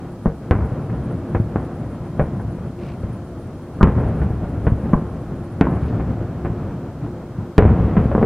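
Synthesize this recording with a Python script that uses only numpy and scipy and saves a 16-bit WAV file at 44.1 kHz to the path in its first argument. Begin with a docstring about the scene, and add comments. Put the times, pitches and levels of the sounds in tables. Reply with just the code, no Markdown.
"""Fireworks over a city at night

Mortars thump and shells burst some way off. Each blast wave slaps off nearby walls, returns from
building fronts and rolls away as low thunder. The loudest bangs overload the microphones.
Underneath: far machinery hum, an insect, two soft fizzes and microphone hiss."""
import sys
import numpy as np
from scipy import signal
from scipy.fft import rfft, irfft, next_fast_len
from scipy.io import wavfile

SR = 44100
rng = np.random.default_rng(int(sys.argv[2]) if len(sys.argv) > 2 else 0)


def generate_wav(signal):
    """Clip the signal to [-1, 1] and save it as 16-bit WAV at the path in sys.argv[1]."""
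    frames = np.transpose(np.atleast_2d(signal))
    scaled = np.clip(frames, -1, 1) * 32767
    pcm = np.round(scaled).astype(np.int16)
    wavfile.write(sys.argv[1], SR, pcm)


N = 364089

# far machinery: (frequency [Hz], level [dB], width [Hz])
HUM_TONES = [(350.8, -41, 13), (710, -71, 24), (3185, -75, 34)]
# insect song, one pause: (time [s], level [dB])
INSECT_LEVEL = [(0, -71), (2, -69), (5.87, -69), (5.97, -97), (7.9, -95), (8, -70)]
# microphone hiss: (frequency [Hz], relative density [dB])
HISS_SPECTRUM = [(100, -16.5), (2500, 0.5), (4000, 3), (7000, -1.5), (11000, -5.5), (15500, -12.5)]
# fizz: (frequency [Hz], relative density [dB])
FIZZ_SPECTRUM = [(1000, -16), (2300, 4), (3300, -7), (4800, -10.5), (6500, -20), (12000, -34)]
# fizzes high in the air: (time [s], length [s], level [dB])
FIZZES = [(2.746, 0.24, -51), (5.751, 0.22, -53.5)]
# thunder, bass: (frequency [Hz], relative density [dB])
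BASS_SPECTRUM = [(12, -41), (25, -18.5), (45, -6.5), (70, -2.5), (105, 5), (190, 0.5), (290, -5),
                 (420, -32.5), (800, -72.5), (2000, -103.5)]
# thunder, midrange: (frequency [Hz], relative density [dB])
MIDS_SPECTRUM = [(150, -13.5), (330, -1), (480, 0.5), (720, -3.5), (850, -8.5), (1350, -12.5),
                 (1900, -22.5), (2700, -29.5), (4000, -41.5), (9000, -61)]
# decay of the roll among buildings: (frequency [Hz], T60 [s])
ROLL_T60 = [(40, 4.9), (100, 2.54), (250, 1.42), (700, 1.2), (2000, 1.01), (5000, 0.42)]
# colour of the roll: (frequency [Hz], gain [dB])
ROLL_COLOUR = [(25, -10), (45, -10), (65, 2), (110, 6.5), (220, 0.5), (400, 3.5), (1200, 4.5), (2500, 5.5),
               (6000, 13.5)]
# building fronts: (delay [s], gain [dB], cutoff [Hz], scatter [dB], boom [Hz], boom [dB])
FACADES = [(.136, -29, 250, -10.5, 91.5, 13), (0.216, -22.5, 200, -2.5, 67, 11.5),
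           (0.387, -22, 5000, 3, 194, 7), (0.475, -23, 450, -9.5, 107.4, 8),
           (.603, -28, 1495, 2.5, 132, -4), (0.8381, -14.5, 8000, 3.5, 97, 5.5),
           (.889, -13.5, 301.5, -7, 107.6, 11.5)]
# nearby walls: (delay [s], gain [dB])
WALLS = [(.0062, -22.5), (.0097, -12), (0.0212, -22.5), (0.043, -14), (.062, -19)]
# street resonances: (frequency [Hz], width [Hz], gain [dB])
STREET_MODES = [(66.3, 8.7, 1.5), (167.3, 37, -4), (209, 45, -2.5), (443.6, 18, -1.5), (746, 15, -4),
                (1029, 15, -4.5), (1060, 30, -4.5), (1510, 55, -7)]
# mortar launches: (time [s], gain [dB], push [ms], cutoff [Hz], scatter [dB], roll [dB],
# knock [Hz], knock [dB])
LAUNCHES = [(.258, -5, 2.1, 1560, 1, -17.5, 453, 9.5), (2.1954, -4.5, 3.5, 2120, 1.5, -7, 570, 9),
            (3.8102, -5, 1.9, 1400, 3.5, -19, 1260, 17), (4.9332, -3, 2.3, 1600, 2, -6, 1085, 4)]
# shell bursts, plus at 7.652 s a strong low echo of the 7.58 s burst, played as a row of its own: (time [s],
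# gain [dB], push [ms], cutoff [Hz], scatter [dB], roll [dB], # knock [Hz], knock [dB], near facades [dB], far
# facades [dB])
BURSTS = [ (0.5104, 2.5, 3, 2100, -1, -6.5, 1040, -8, 0, 5),
          (1.559, -3, 1.6, 1760, -4.5, -3, 724, -17, -1, -0.5),
          (3.8299, 7, 3.3, 2262, -4.5, -6, 370, 1, 1.5, 0),
          (5.6111, 3.5, 2.5, 2320, -2.5, -6, 262, 4, 3.5, -1),
          (5.6698, -5.5, 1.6, 1510, -3.5, -8.5, 1035, 9, -18, -21),
          (7.383, -14, 1.9, 218, -13, -19, 108, 19, -21, -18.5),
          (7.5809, 11, 3.15, 2430, -7, -9.5, 427, 7.5, 5.5, 0.5),
          (7.6522, -2, 5, 990, -9.5, -10.5, 86.6, 6, -8, -8),
          (8.1156, -9.5, 0.6, 2000, -0.5, -1.5, 558, 12, -7, -13),
          (8.1507, -0.5, 1.3, 1750, -7, -28, 230, 4.5, -6, -6),
          (8.1796, -1, 1.2, 1190, -18.5, -6.5, 473, 6, -6, -1),
          (8.2145, -8, 2.3, 900, 7, -9, 370.7, 7, -4, -5),
          (8.228, -2.5, 1.8, 1910, -1.5, -10.5, 441, 14, -14, -6)]


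def gain_of(db):
    """Decibels to amplitude factor."""
    return 10 ** (np.asarray(db) / 20)


def unit_rms(x):
    """Scale to rms 1."""
    return x / np.sqrt(np.mean(x ** 2) + 1e-20)


def lookup(table, hz):
    """Interpolate a table over log frequency."""
    table_hz, value = np.transpose(table)
    return np.interp(np.log(hz + 1), np.log(table_hz + 1), value)


def coloured(x, spectrum):
    """Filter by a table of (frequency [Hz], gain [dB])."""
    size = next_fast_len(x.shape[-1], True)
    gain = gain_of(lookup(spectrum, np.fft.rfftfreq(size, 1 / SR)))
    return irfft(rfft(x, size) * gain, size)[..., :x.shape[-1]]


def filtered(x, hz, kind, order):
    """Causal low-pass or high-pass."""
    return signal.sosfilt(signal.butter(order, min(hz, SR / 2 - 1), kind, fs=SR, output="sos"), x)


def resonate(x, hz, width_hz):
    """Resonance, peak gain 1."""
    return signal.lfilter(*signal.iirpeak(hz, hz / width_hz, fs=SR), x)


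def wander(size, per_s):
    """Slow random curve, rms 1."""
    knots = rng.standard_normal(4096)
    return unit_rms(np.interp(np.arange(size) * per_s / SR, np.arange(len(knots)), knots))


def noise_band(hz, width_hz, channels):
    """Narrowband noise, rms 1."""
    size = next_fast_len(N, True)
    bell = np.exp(-2 * ((np.fft.rfftfreq(size, 1 / SR) - hz) / width_hz) ** 2)
    return unit_rms(irfft(rfft(rng.standard_normal((channels, size))) * bell, size)[:, :N])


def add(mix, at_s, sound):
    """Mix a sound in, in place."""
    part = mix[round(at_s * SR):][:len(sound)]
    part += sound[:len(part)]


def echoes(size, per_s, spread_db):
    """Sparse reflections of random sign and strength."""
    strength = rng.choice([-1, 1], size) * gain_of(spread_db * np.clip(rng.standard_normal(size), -2, 2))
    return unit_rms(strength * (rng.random(size) < per_s / SR))


def hum_and_hiss(hiss_db=-60, whine_db=-80, pan_db=0.13):
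    """Wavering tones of far machinery; hiss and thin whine of each microphone."""
    hum = sum(gain_of(db) * noise_band(hz, width_hz, channels=1) for hz, db, width_hz in HUM_TONES)
    hiss = gain_of(hiss_db) * unit_rms(coloured(rng.standard_normal((2, N)), HISS_SPECTRUM))
    whine = gain_of(whine_db) * noise_band(hz=15116, width_hz=70, channels=2)
    return (hum + hiss + whine) * gain_of([[pan_db], [-pan_db]])


def insect(first_s=0.017, period_s=0.152, step_s=0.04, stroke_s=0.05, jitter_s=0.015, uneven_db=4):
    """A bush cricket rasps in loose groups of three wing strokes."""
    strokes = np.full(N, 0.4)  # blur of others farther off
    stroke_db = [-2, 0, 0] + uneven_db * rng.standard_normal((100, 3))
    late_s = jitter_s * rng.random((100, 3))
    stroke = np.hanning(round(stroke_s * SR))
    for start_s, group_db, lag_s in zip(np.arange(first_s, N / SR, period_s), stroke_db, late_s):
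        for k, db in enumerate(group_db):
            add(strokes, start_s + k * step_s + lag_s[k], gain_of(db) * stroke)
    level_db = np.interp(np.arange(N) / SR, *np.transpose(INSECT_LEVEL))
    return gain_of(level_db) * unit_rms(strokes) * noise_band(hz=9700, width_hz=1600, channels=2)


def fizzes(grain_db=3):
    """Grainy hiss that swells and dies, probably from burning stars."""
    envelope = np.zeros(N)
    for at_s, length_s, db in FIZZES:
        add(envelope, at_s, gain_of(db) * np.hanning(round(length_s * SR)))
    grains = rng.standard_normal(N) * gain_of(grain_db * wander(N, per_s=350))
    return envelope * unit_rms(coloured(grains, FIZZ_SPECTRUM))


def rumble_envelope(steady_db, swell_db, fade_db_per_s, build_s=0.15):
    """Steady bed from earlier shells, plus a swell in proportion to each burst."""
    t = np.arange(0, N, 256) / SR
    power = gain_of(steady_db) ** 2
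    for at_s, gain_db, *_ in BURSTS:
        age_s = np.maximum(t - at_s, 0)
        rise = 1 - np.exp(-(age_s / build_s) ** 2)
        power = power + (rise * gain_of(gain_db + swell_db - fade_db_per_s * age_s)) ** 2
    return np.sqrt(np.interp(np.arange(N) / SR, t, power))


def thunder(bass_flutter_db=1.8, mids_flutter_db=1.13):
    """Countless late echoes merge into a rumble that swells and ebbs."""
    arrivals, flutter = rng.standard_normal(N), wander(N, per_s=18)
    bass = unit_rms(coloured(arrivals, BASS_SPECTRUM)) * gain_of(bass_flutter_db * flutter)
    mids = unit_rms(coloured(arrivals, MIDS_SPECTRUM)) * gain_of(mids_flutter_db * flutter)
    bass *= rumble_envelope(steady_db=-33, swell_db=-28.5, fade_db_per_s=6.5)
    mids *= rumble_envelope(steady_db=-40, swell_db=-37.5, fade_db_per_s=7)
    return bass + mids


def roll(rise_s=0.019, clump_db=2):
    """City impulse response: echoes arrive in clumps, block after block; treble dies first."""
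    t = np.arange(2 * SR) / SR
    taps = echoes(len(t), per_s=1300, spread_db=-2) * gain_of(clump_db * wander(len(t), per_s=19))
    hz, age_s, spectra = signal.stft(coloured(taps, ROLL_COLOUR), SR, nperseg=1024)
    decay = gain_of(-60 * age_s / lookup(ROLL_T60, hz)[:, None])
    tail = signal.istft(spectra * decay, SR, nperseg=1024)[1][:len(t)]
    return tail * (1 - np.exp(-t / rise_s)) / np.sqrt(SR * 0.13)


def street_scatter(t60_s=0.13, rise_s=0.00085, treble_db=4):
    """Street impulse response: a brief smear; short waves scatter most."""
    t = np.arange(SR // 4) / SR
    taps = echoes(len(t), per_s=2600, spread_db=-1)
    taps = coloured(taps, [(80, -3), (500, 0.0038), (2500, treble_db)])
    taps = taps * (1 - np.exp(-t / rise_s)) * gain_of(-60 * t / t60_s)
    return gain_of(treble_db) * taps / np.linalg.norm(taps)


def facades(near_db, far_db, far_from_s=0.7, boom_q=7):
    """One late echo per building front: smeared, dulled, with a low boom."""
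    paths, scatter = np.zeros(SR * 5 // 4), street_scatter()
    for delay_s, db, cutoff_hz, scatter_db, boom_hz, boom_db in FACADES:
        echo = gain_of(scatter_db) * scatter
        echo[0] += 1  # mirror reflection
        range_db = near_db if delay_s < far_from_s else far_db
        echo = gain_of(db + range_db) * filtered(echo, cutoff_hz, "low", order=2)
        add(paths, delay_s, echo + gain_of(boom_db) * resonate(echo, boom_hz, boom_hz / boom_q))
    return paths


def blast(push_ms, cutoff_hz, knock_hz, knock_db, front_hz=1000, low_cut_hz=33, knock_q=10):
    """Sudden push, longer suction, rounded by the air. Returns street-coloured wave and hollow knock."""
    u = np.arange(8192) / SR * 1000 / push_ms  # time in push lengths
    wave = filtered((1 - u) * np.exp(-u), front_hz, "low", order=1)
    wave = filtered(wave, cutoff_hz, "low", order=4)
    wave = filtered(wave, low_cut_hz, "high", order=2)
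    knock = gain_of(knock_db) * resonate(wave, knock_hz, knock_hz / knock_q)
    ring = sum(gain_of(db) * resonate(wave, hz, width_hz) for hz, width_hz, db in STREET_MODES)
    return wave + ring, knock


def bang(tail, gain_db, push_ms, cutoff_hz, scatter_db, roll_db, knock_hz, knock_db,
         near_facade_db, far_facade_db, trim_db=2, city_knock_db=-9):
    """One blast over all paths: direct, street, walls, facades, roll."""
    wave, knock = blast(push_ms, cutoff_hz, knock_hz, knock_db)
    near_paths = gain_of(scatter_db) * street_scatter()
    near_paths[0] += 1  # direct path
    for delay_s, wall_db in WALLS:
        add(near_paths, delay_s, gain_of([wall_db]))
    city_paths = gain_of(roll_db) * tail
    add(city_paths, 0, facades(near_facade_db, far_facade_db))
    sound = signal.fftconvolve(wave + gain_of(city_knock_db) * knock, city_paths)
    add(sound, 0, signal.fftconvolve(wave + knock, near_paths))
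    return gain_of(gain_db + trim_db) * sound


def mortars(tube_db=-1, leak_db=-17, leak_lead_s=0.00488, heave_db=-16, heave_at_s=0.017, heave_s=0.0057):
    """Each launch rings its tube; some gas leaks ahead, the rest follows as one slow push and pull."""
    out, tail = np.zeros(N), roll()
    u = (np.arange(SR // 10) / SR - heave_at_s) / heave_s
    heave = -gain_of(heave_db) * u * np.exp((1 - u ** 2) / 2)
    for at_s, *launch in LAUNCHES:
        thump = bang(tail, *launch, near_facade_db=-2.5, far_facade_db=-3.5)
        leak = gain_of(leak_db) * filtered(thump, 400, "high", order=1)
        tube = gain_of(tube_db) * resonate(thump, hz=155, width_hz=35)
        add(out, at_s - leak_lead_s, leak)
        add(out, at_s, thump + tube)
        add(out, at_s, heave)
    return out


def shells(roll_count=6):
    """Bursts in the sky (and one low echo of the biggest, played alike), each trailing off in one of six
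    rolling city echoes."""
    out, tails = np.zeros(N), [roll() for _ in range(roll_count)]
    for k, (at_s, *burst) in enumerate(BURSTS):
        add(out, at_s, bang(tails[k % roll_count], *burst))
    return out


def scene(side_db=-30):
    """Two close microphones, nearly alike; sound from the sides differs a little in the treble."""
    sky = shells() + mortars() + thunder() + fizzes()
    side = gain_of(side_db) * signal.oaconvolve(sky, street_scatter())[:N]
    side = coloured(side, [(60, -1), (150, -2), (300, -6), (1000, -3), (3000, 13.5)])
    # left takes more bass
    side += coloured(sky, [(25, -17.5), (70, -22.5), (130, -28), (250, -45), (500, -23.5), (1200, -36.5)])
    return np.array([sky + side, sky - side]) + hum_and_hiss() + insect()


def record(dry, knee=16, cutoff_hz=15850):
    """Microphone overload flattens the loudest blasts, short knee; then the band limit."""
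    clipped = dry / (1 + abs(dry) ** knee) ** (1 / knee)
    low_pass = signal.firwin(511, cutoff_hz, window=("kaiser", 9), fs=SR)
    return signal.oaconvolve(clipped, low_pass[None], "same")


dry = scene()
out = record(dry)
generate_wav(out)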